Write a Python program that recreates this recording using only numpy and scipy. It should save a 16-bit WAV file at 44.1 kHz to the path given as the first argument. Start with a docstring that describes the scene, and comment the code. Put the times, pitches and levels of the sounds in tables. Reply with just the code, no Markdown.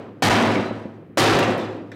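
"""A mallet bangs a sheet-metal fender about once a second; the panel rings densely, slaps down and chatters.
Under it a steel worktable rings, knocks on its legs and thuds on the floor; loose tools clink, and the shop hums.
The place is a large workshop, with the microphone near enough that the blows overload its input.
Contacts are impulses, often softened; they drive resonators or decaying noise that stands for dense modes.
The input flattens the peaks, the gain ducks, and a bass cut follows."""
import sys
import numpy as np
from scipy import signal
from scipy.io import wavfile

SR = 44100
rng = np.random.default_rng(int(sys.argv[2]) if len(sys.argv) > 2 else 0)


def voltage_ratio(decibels):
    """Convert decibels (scalar or array-like) to amplitude ratios, 20 dB per decade."""
    exponent = np.asarray(decibels, float) / 20
    return 10 ** exponent


def wav_out(sig):
    """Save sig, one row per channel (or a flat mono array), as 16-bit PCM at SR to the path in sys.argv[1]."""
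    wavfile.write(sys.argv[1], SR, np.round(np.clip(np.atleast_2d(sig).T, -1, 1) * 32767).astype(np.int16))


N = 85995
LEAD = SR   # the time line starts one second early, to hold the blow before the start
TOTAL = LEAD + N


def at_hz(points, hz, column=1):
    """Reads a table column at any frequency, interpolated along log frequency."""
    points = np.array(points)
    return np.interp(np.log(hz), np.log(points[:, 0]), points[:, column])


def clicks(rows):
    """Puts one impulse on the time line for each (start_s, level_db) row."""
    out = np.zeros(TOTAL)
    for start_s, level_db in rows:
        out[LEAD + int(start_s * SR)] += voltage_ratio(level_db)
    return out


def soften(x, hz):
    """A soft contact: two one-pole low-passes."""
    r = np.exp(-2 * np.pi * hz / SR)
    return signal.lfilter([(1 - r) ** 2], [1, -2 * r, r * r], x)


def ring(x, modes):
    """Every impulse sets each (pitch_hz, level_db, t60_s) mode ringing as a decaying sine."""
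    out = 0
    for pitch_hz, level_db, t60_s in modes:
        r = voltage_ratio(-60 / (t60_s * SR))
        w = 2 * np.pi * pitch_hz / SR
        resonator = [1, -2 * r * np.cos(w), r * r]
        out = out + signal.lfilter([0, voltage_ratio(level_db) * np.sin(w)], resonator, x + 1e-18)
    return out


def bands(length, level):
    """Sums third-octave bands of noise, each shaped by level(hz)."""
    edges = 40 * 2 ** np.arange(0, 8.8, 1 / 3)
    white = rng.standard_normal((2, length))   # neighbouring bands take different noise
    out = 0
    for k, (low, high) in enumerate(zip(edges, edges[1:])):
        band = signal.butter(2, [low, high], "band", fs=SR, output="sos")
        out = out + level(np.sqrt(low * high)) * signal.sosfilt(band, white[k % 2])
    return out


# steady noise of the shop, spectrum before its overall level is set: pitch_hz [Hz], level_db [dB per Hz]
SHOP_SPECTRUM = [(24, -31), (40, 7), (140, 18), (402, 13), (556, -30), (680, -64), (896, -35), (1180, -5),
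                 (2570, -16), (16000, -86)]


def shop_hum():
    """The low steady noise of the shop: random noise shaped band by band."""
    hum = bands(TOTAL, lambda hz: voltage_ratio(at_hz(SHOP_SPECTRUM, hz)))
    return voltage_ratio(-44) * hum / hum.std()


# blows of the mallet, the first one before the start: start_s [s], level_db [dB]
BLOWS = [(-0.59, 6.5), (.2225, 9), (1.1729, 9)]
CONTACT_HZ = 1600   # the first touch is dull


def mallet_blows():
    """The bare force of the mallet: one impulse a blow."""
    return clicks(BLOWS)


def after_blows(per_s, level_db, t60_s, rise_s=0.00067, bend=0.89):
    """Random contacts of uneven size that follow every blow and die away; bend > 1 dies ever faster."""
    t = np.arange(TOTAL) / SR
    fade = (1 - np.exp(-t / rise_s)) * voltage_ratio(-60 * (t / t60_s) ** bend)
    shape = signal.fftconvolve(mallet_blows(), fade)[:TOTAL]
    sizes = voltage_ratio(3.42 * np.minimum(rng.exponential(1, TOTAL), 2.5))
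    signs = rng.choice([-1, 1], TOTAL)
    happens = rng.random(TOTAL) < per_s / SR
    return voltage_ratio(level_db) * shape * sizes * signs * happens


def crash():
    """The panel slaps the table top right after a blow: a dense burst of bright contacts."""
    return soften(after_blows(per_s=600, level_db=-3, t60_s=0.07, rise_s=0.004), 7000)


def chatter():
    """The panel chatters: small soft contacts after each blow, dying away ever faster."""
    return soften(after_blows(per_s=200, level_db=-12, t60_s=0.78, bend=1.295), 3500)


# the crowd of panel modes and their echo in the shop:
# pitch_hz [Hz], level_db at the blow [dB], t60_s [s]
PANEL_DECAY = [(50, -54, 0.22), (78.6, 1.5, 0.35), (194, -6, 0.98), (324, -4, 1.176), (750, -6, 0.83),
               (1510, -9, 0.63), (2920, -10.5, 0.48), (5000, -10, 0.2), (9560, -18.5, 0.22),
               (15000, -25.5, 0.13)]


def panel(landing_touches):
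    """Contacts excite modes so dense that each band dies away like noise; each blow finds other ones."""
    t = np.arange(2 * SR) / SR
    force = soften(mallet_blows(), CONTACT_HZ) + crash() + chatter()
    force = force + soften(voltage_ratio(-5) * landing_touches, 2600)

    def fading(hz):
        return voltage_ratio(at_hz(PANEL_DECAY, hz) - 60 * t / at_hz(PANEL_DECAY, hz, column=2))

    # new noise from just before each later blow
    cuts = [0] + [LEAD + int(start_s * SR) - 9 for start_s, _ in BLOWS[1:]] + [TOTAL]
    out = np.zeros(TOTAL)
    for begin, end in zip(cuts, cuts[1:]):
        response = bands(len(t), fading)
        part = np.zeros(TOTAL)
        part[begin:end] = force[begin:end]
        out = out + signal.fftconvolve(part, response)[:TOTAL]
    return out


# two close modes of the table frame: pitch_hz [Hz], level_db [dB], t60_s [s]
FRAME_MODES = [(105.8, -21, 1.52), (110.53, -21, 1.205)]


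def table_frame():
    """Two close frame modes, struck in opposite phase, beat against each other."""
    return ring(mallet_blows(), FRAME_MODES[:1]) - ring(mallet_blows(), FRAME_MODES[1:])


# strongest modes of the table top: pitch_hz [Hz], level_db before the shove [dB], t60_s [s]
TABLE_TOP_MODES = [(240.7, -28.5, .3), (417.5, -38.5, .25), (525, -31, 0.19), (594, -38, 0.15)]


def table_top():
    """The top takes up each blow gradually and rings unevenly, driven by noise under a swelling shove."""
    rise_s, shake_s = 0.017, 0.15   # the shove builds up and goes on shaking the table
    up, down = np.exp(-1 / (rise_s * SR)), np.exp(-1 / (shake_s * SR))
    shove = signal.lfilter([1 - up], np.convolve([1, -up], [1, -down]), mallet_blows())
    return ring(shove * rng.standard_normal(TOTAL) * voltage_ratio(-26), TABLE_TOP_MODES)


# dull knocks of the rocking table: start_s [s], level_db before softening [dB]
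LEG_KNOCKS = [(.164, -35), (.428, -4), (.516, -18), (.541, -9), (.562, -5), (.572, -13), (.593, -5),
              (.71, -12), (.769, -18.5), (.855, -14.5), (1.098, -33), (1.484, -3), (1.868, -31)]
# modes of each knock: pitch_hz [Hz], level_db [dB], t60_s [s]
KNOCK_MODES = [(219, -12.5, 0.22), (245, -18, 0.19), (294, -9.5, 0.094), (355, -15, 0.099),
               (507, -6, 0.046)]


def leg_knocks():
    """The legs knock on the floor, with smaller random knocks after each blow; all are soft contacts."""
    knocks = clicks(LEG_KNOCKS) + after_blows(per_s=70, level_db=-26.5, t60_s=2.18)
    return ring(soften(knocks, 900), KNOCK_MODES)


# modes of the mallet face: pitch_hz [Hz], level_db [dB], t60_s [s]
BANG_MODES = [(331, -1.5, 0.014), (662, 11.5, 0.0077), (1003, 4, 0.014)]


def mallet_bang():
    """The bang of the mallet face: a few very short modes set off by the dull touch, in inverted phase."""
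    return -ring(soften(mallet_blows(), CONTACT_HZ), BANG_MODES)


# the table's feet drop back on the floor: start_s [s], level_db before softening [dB]
FOOT_THUDS = [(.29, -5.5), (1.335, -12)]
# modes of each thud: pitch_hz [Hz], level_db [dB], t60_s [s]
THUD_MODES = [(53.8, 8, 0.067), (81.3, 0, 0.089)]


def foot_thuds():
    """The feet drop back on the floor: very soft impulses ring two deep modes."""
    return ring(soften(clicks(FOOT_THUDS), 150), THUD_MODES)


# the panel and loose tools land again:
# start_s [s], level_db of the first touch on average [dB], centre_hz [Hz], slope_db [dB per octave]
LANDINGS = [(.426, -13, 3000, -11.5), (0.515, -28, 3000, -9), (.66, -47, 7000, -10), (1.387, -6, 1800, -9),
            (1.428, -16, 2700, -13), (1.505, -29.5, 5800, -16), (1.575, -47, 10340, -4),
            (1.9154, -24, 1700, -14), (1.942, -54, 1680, -4)]


def landings():
    """Each landing is five quick touches, heard as a short clack with a colour of its own."""
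    spread_s, t60_s = 0.0073, 0.041
    t = np.arange(4000) / SR
    force, clack = np.zeros(TOTAL + SR), np.zeros(TOTAL + SR)
    for start_s, level_db, centre_hz, slope_db in LANDINGS:
        places = SR * spread_s * np.sort(rng.random(5)) ** 2
        sizes = voltage_ratio(level_db + rng.normal(0, 2, 5) - 3 * np.arange(5))   # each touch weaker on average
        touches = np.zeros(1000)
        touches[np.minimum(places, 999).astype(int)] = sizes * rng.choice([-1, 1], 5)

        def colour(hz):
            octaves = abs(np.log2(hz / centre_hz))
            return voltage_ratio(slope_db * octaves - 60 * t / t60_s)

        sound = signal.fftconvolve(touches, bands(len(t), colour))
        i = LEAD + int(start_s * SR)
        force[i:i + len(touches)] += touches
        clack[i:i + len(sound)] += sound
    return force[:TOTAL], clack[:TOTAL]


# loose tools on the table clink, each with one pitch: start_s [s], level_db [dB], pitch_hz [Hz], t60_s [s]
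TOOL_CLINKS = [(.557, -20, 2230, .06), (.577, -26, 2050, .04), (.655, -42, 3980, .25),
               (1.427, -18, 2750, .07), (1.6, -44, 3450, .4)]


def clinks():
    """Each clink is a pair of close modes struck once."""
    out = 0
    for start_s, level_db, pitch_hz, t60_s in TOOL_CLINKS:
        pair = [(pitch_hz, 0, t60_s), (pitch_hz * 1.03, -4, t60_s)]
        out = out + ring(clicks([(start_s, level_db)]), pair)
    return out


def scene():
    """Adds all the sounds in the workshop and leaves out the early second."""
    landing_touches, landing_clacks = landings()
    fender = panel(landing_touches) + mallet_bang() + landing_clacks
    worktable = table_frame() + table_top() + leg_knocks() + foot_thuds()
    return (shop_hum() + fender + worktable + clinks())[None, LEAD:]


def overload(dry):
    """The input overloads into flat tops while the gain ducks under the loudest peaks and recovers."""
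    ceiling, knee = 0.27, 8.0   # full scale 1; a higher knee bends more sharply
    share, release_db_per_s = 0.067, 28.5   # share of the overload taken off; release before that share
    over_db = np.maximum(20 * np.log10(np.abs(dry) / ceiling + 1e-9), 0)
    ramp = release_db_per_s * np.arange(N) / SR
    held_db = np.maximum.accumulate(over_db + ramp, axis=-1) - ramp   # peaks held, falling steadily
    duck = voltage_ratio(-share * soften(held_db, 700))
    return duck * dry / (1 + np.abs(dry / ceiling) ** knee) ** (1 / knee)


def band_limit(x):
    """A steep low-pass at the top of the band."""
    return signal.sosfilt(signal.butter(12, 16850, fs=SR, output="sos"), x)


def record(dry):
    """The microphone input overloads; the bass cut after it makes the flat tops sag, and hiss is added."""
    x = overload(dry)
    x = signal.sosfilt(signal.butter(1, 140, "high", fs=SR, output="sos"), x)   # bass cut
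    x = signal.sosfilt(signal.butter(2, 61, "high", fs=SR, output="sos"), x)   # rumble cut
    x = x + voltage_ratio(-81.5) * rng.standard_normal(x.shape)   # self-noise of the microphone
    x = signal.sosfilt(signal.cheby2(10, 40, 16600, fs=SR, output="sos"), x)   # steep treble limit
    return band_limit(x)


dry = scene()
out = record(dry)
wav_out(out)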